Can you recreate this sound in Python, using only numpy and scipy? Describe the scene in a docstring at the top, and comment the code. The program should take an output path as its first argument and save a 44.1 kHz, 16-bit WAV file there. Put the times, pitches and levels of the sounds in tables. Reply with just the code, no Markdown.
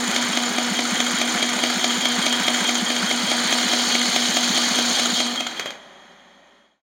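"""Paper folding machine in a print shop.

Nearly five sheets a second: the drive hums, rollers rattle and chirp, paper hisses. Each sheet
ticks and flaps out of the rollers, sets a steel plate ringing and clacks against the fold stop.
The run fades under a few last knocks, leaving a quiet workshop whirr that fades out too."""
import sys
import numpy as np
from scipy import signal
from scipy.io import wavfile

SR = 44100
rng = np.random.default_rng(int(sys.argv[2]) if len(sys.argv) > 2 else 0)


def digitize_waveform(pressure):
    """Quantize a signal to 16-bit integers and store it at the path in sys.argv[1].

    Rows of a 2-D input are taken as channels; values are limited to [-1, 1].
    """
    field = np.atleast_2d(pressure).T
    bounded = np.clip(field, -1, 1)
    quanta = np.round(bounded * 32767).astype(np.int16)
    wavfile.write(sys.argv[1], SR, quanta)


N = 308700
TIME = np.arange(N) / SR

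# sheets hitting the fold stop: (time [s], level [dB])
SHEETS = [(0.161, -2.5), (0.372, -3.5), (0.583, -5), (0.79, -6), (1.002, -3), (1.214, -2.5), (1.426, -2.5),
          (1.636, -3), (1.842, -2.5), (2.055, -3.5), (2.264, -2.5), (2.481, -2.5), (2.691, -4),
          (2.902, -6.5), (3.111, -5.5), (3.315, -3.5), (3.524, -3.5), (3.733, -4), (3.951, -3.5),
          (4.161, -3.5), (4.368, -3.5), (4.576, -6.5), (4.787, -6), (4.995, -3.5), (5.202, -5),
          (5.405, -6.5), (5.61, -20.5)]
CLACK_S, CLACK_DB = np.transpose(SHEETS)
SHEET_PERIOD_S, FLAP_LEAD_S = 0.21, 0.070  # lead: roller exit to clack


def from_db(db):
    """Decibels to gain."""
    return 10 ** (np.asarray(db) / 20)


def rms_one(x):
    """Scale to rms 1."""
    return x / np.sqrt(np.mean(x ** 2) + 1e-20)


def white():
    """White noise."""
    return rng.standard_normal(N)


def drift(corner_hz):
    """Slow random wander, rms 1."""
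    step, settle = 40, 2000
    r = np.exp(-2 * np.pi * corner_hz * step / SR)
    slow = signal.lfilter([1], [1, -2 * r, r * r], rng.standard_normal(N // step + settle + 2))[settle:]
    return np.interp(np.arange(N) / step, np.arange(len(slow)), rms_one(slow))


def resonate(x, modes):
    """Parallel resonances of alternating sign."""
    out = 0
    for k, (hz, width_hz, db) in enumerate(modes):
        r = np.exp(-np.pi * width_hz / SR)
        poles = [1, -2 * r * np.cos(2 * np.pi * hz / SR), r * r]
        out += (-1) ** k * from_db(db) * (1 - r * r) / 2 * signal.lfilter([1, 0, -1], poles, x + 1e-18)
    return out


def coloured(source, spectrum, flicker_db):
    """Flickering third-octave bands, fed alternately by two draws of the source; rms 1."""
    out, feeds, edges_hz = 0, [source(), source()], np.geomspace(28, 17000, 29)
    points_hz, points_db = np.transpose(spectrum)
    for k, (low, high) in enumerate(zip(edges_hz, edges_hz[1:])):
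        band = signal.sosfilt(signal.butter(2, [low, high], "band", fs=SR, output="sos"), feeds[k % 2])
        db = np.interp(np.log(low * high) / 2, np.log(points_hz), points_db)
        out += band * from_db(db + flicker_db * drift(8.8))
    return rms_one(out)


def grains(per_s, spread_db):
    """Tiny random impacts of uneven size; rms 1."""
    sizes = from_db(spread_db * np.minimum(rng.exponential(1, N), 4))
    return rms_one(sizes * rng.choice([-1, 1], N) * (rng.random(N) < per_s / SR))


def bursts(times_s, levels_db, rise_s, fall_s):
    """Force rising and falling exponentially around each contact."""
    out = np.zeros(N)
    for s, db in zip(times_s, levels_db):
        near = slice(max(int((s - 0.1) * SR), 0), int((s + 0.2) * SR))
        t = TIME[near] - s
        out[near] += from_db(db) * np.exp(np.where(t < 0, t / rise_s, -t / fall_s))
    return out


def blows(times_s, levels_db):
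    """One impulse per contact."""
    out = np.zeros(N)
    out[(np.asarray(times_s) * SR).astype(int)] = from_db(levels_db)
    return out


def swings(times_s, levels_db, hz, width_s):
    """A few sine cycles under a Gaussian at each time."""
    out = np.zeros(N)
    for s, db, phase in zip(times_s, levels_db, rng.random(len(times_s))):
        near = np.abs(TIME - s) < 0.05
        t = TIME[near] - s
        out[near] += from_db(db) * np.exp(-(t / width_s) ** 2) * np.sin(2 * np.pi * (hz * t + phase))
    return out


def fade(from_s, db_per_s):
    """Unity gain, then a steady fall."""
    return from_db(-db_per_s * np.maximum(TIME - from_s, 0))


def gate(end_s, release_s):
    """Unity gain, then a linear ramp to zero at end_s."""
    return np.clip((end_s - TIME) / release_s, 0, 1)


def running():
    """Gate that ends the running noise."""
    return gate(end_s=5.79, release_s=0.095)


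def since_sheet(after_s):
    """Seconds since the latest clack time shifted by after_s."""
    marks_s = np.r_[CLACK_S[0] - 2 * SHEET_PERIOD_S, CLACK_S[0] - SHEET_PERIOD_S, CLACK_S] + after_s
    return TIME - marks_s[np.searchsorted(marks_s, TIME) - 1]


def each_sheet(after_s, width_s):
    """Unit Gaussian bump, after_s from each clack."""
    half_s = SHEET_PERIOD_S / 2
    return np.exp(-((since_sheet(after_s - half_s) - half_s) / width_s) ** 2)


def drive(hum_hz=242.3, level_db=-29):
    """Rough gear hum; sags as each sheet leaves, swells after the clack."""
    # gear harmonics: (multiple, level [dB], roughness [0-1])
    harmonics = [(1, -2, 0.13), (2, -16.5, 0.3), (3, -12.5, 0.3), (4, -16.5, 0.6), (5, -15, 1),
                 (6, -16.5, 0.7), (16, -18.5, 1)]
    cycles = np.cumsum(hum_hz * (1 + 0.00311 * drift(7.56))) / SR
    sag_db = 19 * each_sheet(after_s=0.0295 - FLAP_LEAD_S, width_s=0.012)
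    swell_db = 2.5 * each_sheet(after_s=0.048, width_s=0.048)
    hum = 0
    for order, db, rough in harmonics:
        wobble = np.sqrt(1 - rough ** 2) + rough * (drift(19.4) + 1j * drift(15)) / np.sqrt(2)
        partial = np.real(wobble * np.exp(2j * np.pi * (order * cycles + rng.random())))
        hum += from_db(db + swell_db - sag_db / order) * partial
    return np.sqrt(2) * from_db(level_db) * fade(5.33, db_per_s=80) * running() * hum


def rollers(turn_hz=28.85, rattle_db=-25.5, squeak_db=-36, chirp_db=-38.5):
    """Bearings rattle, easing after each clack; once a turn a roller catches, chirps and squeaks."""
    # bearing rattle: (frequency [Hz], density [dB])
    spectrum = [(30, -23), (90, -24.5), (130, -13.5), (190, -4.5), (290, 2.5), (420, -3), (520, -4),
                (700, 2.5), (1050, -3), (1500, 1), (2300, 1), (3800, -7.5), (7000, -11.5), (10500, -32)]
    # catching roller: (frequency [Hz], width [Hz], gain [dB])
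    chirp_modes = [(7200, 690, 2.5), (9030, 310, 1), (9220, 240, 3.5), (9980, 210, -10)]
    # rubbing roller: (frequency [Hz], width [Hz], gain [dB])
    squeak_modes = [(6970, 21, 6), (6400, 350, -23), (5040, 210, -9.5)]
    rattle = coloured(lambda: grains(per_s=1500, spread_db=4) + 0.62 * white(), spectrum, flicker_db=1)
    angle = 2 * np.pi * turn_hz * TIME
    catch = np.exp(3.5 * np.cos(angle - 1.45))
    rub = np.exp(2 * np.cos(angle - 1.3))
    chirp = rms_one(resonate(white() * catch, chirp_modes))
    squeak = rms_one(resonate(white() * rub * from_db(2 * drift(15)), squeak_modes))
    friction = from_db(chirp_db) * chirp + from_db(squeak_db) * squeak
    lull_db = 2.5 * each_sheet(after_s=0.042, width_s=0.039)
    metal = from_db(rattle_db - lull_db) * rattle + gate(end_s=5.38, release_s=0.24) * friction
    surge_db = 0.76 * np.cos(2 * np.pi * (TIME - 2.41) / 1.2)  # slow swell, period 1.2 s
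    return from_db(surge_db) * fade(5.02, db_per_s=18) * running() * metal


def paper(hiss_db=1.5, whistle_db=-7, whistle_growth=1.8):
    """Sliding paper hisses, most when pushed into the stop; harder sliding brings out a whistle."""
    # sliding strength: (time [s], level [dB])
    slide = [(0, -28), (3.2, -26), (3.55, -23), (5.0, -23)]
    # paper hiss: (frequency [Hz], density [dB])
    spectrum = [(1500, -36.5), (2800, 8.5), (3800, 4), (4450, 8.5), (5200, 8.5), (6400, 4.5), (7400, -1),
                (8500, -19), (10400, -45.5), (12500, -20.5), (15500, -18)]
    # paper whistle: (frequency [Hz], width [Hz], gain [dB])
    modes = [(4040, 170, -1.5), (4440, 160, -0.53)]
    slide_db = np.interp(TIME, *np.transpose(slide))
    hiss = coloured(lambda: grains(per_s=5000, spread_db=4) + 0.55 * white(), spectrum, flicker_db=1.45)
    push_db = 3 * each_sheet(after_s=0, width_s=0.0077)
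    hiss *= from_db(hiss_db + push_db) * fade(5.167, db_per_s=48)
    whistle = rms_one(resonate(white(), modes)) * fade(5.23, db_per_s=48)
    whistle *= from_db(whistle_db + whistle_growth * (slide_db - slide_db.max()))
    return from_db(slide_db) * running() * (hiss + whistle)


def ticks(lead_s=0.083, jitter_s=0.003, level_db=-15, spread_db=3, band_hz=(2000, 7000)):
    """Each sheet's edge ticks as it slips out of the rollers; one does so sharply."""
    late, louder = rng.standard_normal((len(SHEETS), 2)).T
    force = blows(CLACK_S - lead_s + jitter_s * late, CLACK_DB + level_db + spread_db * louder)
    sharp = blows(times_s=[1.34], levels_db=[-1])
    return signal.sosfilt(signal.butter(1, band_hz, "band", fs=SR, output="sos"), force + sharp)


def flaps(level_db=-23.5, spread_db=2.5):
    """Each leaving sheet pushes the air back and forth for a few cycles."""
    levels_db = rng.normal(level_db, spread_db, len(SHEETS))
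    return swings(CLACK_S - FLAP_LEAD_S, levels_db, hz=202, width_s=0.011) * fade(5.05, db_per_s=55)


def plate(ring_hz=3221, scrape_db=-9, flutter_db=2.7):
    """Each sheet catches a steel plate three times: one wavering, dying note with a scraping edge."""
    # strikes: (time after clack [s], level [dB])
    strikes = [(-.039, 0), (-.008, -9.5), (0.06, -5)]
    # ring strength: (time [s], level [dB])
    strength = [(0, -32), (1.8, -27), (2.25, -23.5), (3.2, -28.5), (5.0, -26.5)]
    rub = sum(bursts(CLACK_S + after_s, np.full(len(SHEETS), db), rise_s=0.0042, fall_s=0.053)
              for after_s, db in strikes)
    # sharp at first touch, sagging as the contact eases
    bend_hz = 28 * np.exp(-since_sheet(strikes[0][0]) / 0.013)
    pitch_hz = ring_hz + bend_hz + 9 * drift(23.7)
    note = np.sqrt(2) * np.sin(2 * np.pi * np.cumsum(pitch_hz) / SR) * from_db(flutter_db * drift(35))
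    scrape = rms_one(resonate(white() * rub, [(ring_hz, 160, 0)]))
    gain = from_db(np.interp(TIME, *np.transpose(strength))) * fade(5.18, db_per_s=12) * running()
    return gain * (rub * note + from_db(scrape_db) * scrape)


def clacks(body_db=-0.3, buckle_db=5, snap_db=7, tap_db=4):
    """Each sheet buckles and snaps against the stop, with lighter taps on its way through the fold."""
    # damped swings of the stop: (frequency [Hz], width [s], level [dB])
    body_modes = [(300, 0.0035, -17), (684, 0.0023, -12.5), (1255, 0.0026, -19.5), (1680, 0.0019, -21.5)]
    # crack at the stop: (frequency [Hz], width [Hz], gain [dB])
    crack_modes = [(2200, 380, 0), (3320, 1150, -4), (6000, 1110, -6.5), (11600, 15000, -38.5)]
    # light contacts: (time after clack [s], level re clack [dB])
    taps = [(-.084, -9), (-.048, -8), (0.012, -12), (.062, -3), (.105, -11.5)]
    # tap resonances: (frequency [Hz], width [Hz], gain [dB])
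    tap_modes = [(1426, 330, -4), (2120, 140, -1.5), (3080, 1000, -7), (6890, 750, -5),
                 (11300, 18000, -33.5)]
    hit_s, count = CLACK_S + 0.0017, len(SHEETS)
    weight_db = CLACK_DB + rng.normal(body_db, 1.5, count)
    body = sum(swings(hit_s + 0.00099, weight_db + db, hz, width_s) for hz, width_s, db in body_modes)
    buckle = bursts(hit_s, CLACK_DB, rise_s=0.002, fall_s=0.003) * grains(per_s=18000, spread_db=1.5)
    snap = blows(hit_s, CLACK_DB)
    crack = resonate(from_db(buckle_db) * buckle + from_db(snap_db) * snap, crack_modes)
    tap_force = 0
    for after_s, db in taps:
        times_s = hit_s + rng.normal(after_s, 0.00092, count)
        levels_db = CLACK_DB + rng.normal(db, 2.1, count)
        tap_force += bursts(times_s, levels_db, rise_s=0.00071, fall_s=0.0043)
    return body + crack + from_db(tap_db) * resonate(tap_force * white(), tap_modes)


def clunks():
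    """Now and then the frame answers a sheet with a short hollow ring."""
    # frame clunks: (time [s], level [dB])
    hits = [(1.281, -20), (1.349, -17.5), (1.490, -26), (3.029, -17.5)]
    return swings(*np.transpose(hits), hz=1450, width_s=0.0016)


def workshop(air_db=-41.5, ring_db=-44.5, full_s=5.57, swell_s=1.0, motor_hz=55.6, motor_db=-71.5):
    """Idling machinery: a whirr rises as the run ends, then ebbs, over a faint motor hum."""
    # whirr: (frequency [Hz], density [dB])
    spectrum = [(30, -39), (100, -30), (200, 8.5), (300, 2.5), (450, -10.5), (600, 5.5), (1100, 2.5),
                (1900, -1), (3300, -1.5), (4400, -9), (6500, -8.5), (8500, -36), (11000, -34), (15500, -38)]
    # machinery resonances: (frequency [Hz], width [Hz], gain [dB])
    modes = [(221, 13, 1.5), (386, 14, 3.5), (568, 27, 5.5), (680, 54.6, -8), (793, 47, -1), (1850, 120, 0),
             (3260, 55, 3.5), (6560, 94, -13), (9800, 150, -24.5), (13050, 150, -36)]
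    air = from_db(air_db) * coloured(white, spectrum, flicker_db=0)
    ring = from_db(ring_db) * rms_one(resonate(white(), modes))
    swell = np.clip(1 + (TIME - full_s) / swell_s, 0, 1)
    motor = from_db(motor_db) * np.sqrt(2) * np.sin(2 * np.pi * motor_hz * TIME)
    return swell * fade(full_s, db_per_s=14) * (air + ring) + fade(full_s, db_per_s=9) * motor


def knocks(level_db=5, tail_db=-17, snap_db=15, low_cut_hz=170):
    """A few last hard knocks, each dying away quickly; the first is a tap of the sheet that clacks at 5.405 s."""
    # knocks: (time [s], level [dB])
    hits = [(5.465, -22), (5.595, -12.5), (5.657, -17.5), (5.704, -22.5)]
    # metal resonances: (frequency [Hz], width [Hz], gain [dB])
    modes = [(610, 790, -2), (1410, 200, 1), (2060, 470, 0), (3300, 130, 4), (3960, 870, -7.5),
             (6500, 1300, -5), (12200, 4900, -28)]
    times_s, db = np.transpose(hits)
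    times_s = times_s + 0.00117
    force = bursts(times_s, db, rise_s=0.00048, fall_s=0.0056)
    force += bursts(times_s, db + tail_db, rise_s=0.0005, fall_s=0.0084)
    ring = from_db(level_db) * resonate(force * white() + from_db(snap_db) * blows(times_s, db), modes)
    return signal.sosfilt(signal.butter(2, low_cut_hz, "high", fs=SR, output="sos"), ring)


def room(x, t60_s=0.46, wet_db=-12, wall_hz=4500):
    """Adds a short diffuse tail, dulled by the walls."""
    t = TIME[:SR // 2]
    tail = rng.standard_normal(len(t)) * from_db(-60 * t / t60_s) * (t > 0.006)
    tail = signal.sosfilt(signal.butter(1, wall_hz, fs=SR, output="sos"), tail)
    return x + from_db(wet_db) * signal.fftconvolve(x, tail / np.linalg.norm(tail))[:N]


def scene():
    """The machine close by, its impacts echoing in the workshop; mono."""
    machine = drive() + flaps() + rollers() + paper() + plate()
    impacts = clacks() + clunks() + knocks() + ticks()
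    return (machine + room(impacts) + workshop())[None]


def record(dry):
    """Four treble notches, soft clipping, fade to silence, steep low-pass."""
    # treble cuts: (frequency [Hz], width [Hz])
    notches = [(2700, 380), (5000, 640), (5700, 584), (7860, 600)]
    for hz, width_hz in notches:
        dry = signal.lfilter(*signal.iirnotch(hz, hz / width_hz, fs=SR), dry)
    low_pass = signal.ellip(12, 0.1, 80, 15850, fs=SR, output="sos")
    return signal.sosfilt(low_pass, gate(end_s=6.82, release_s=0.25) * np.tanh(dry))


dry = scene()
out = record(dry)
digitize_waveform(out)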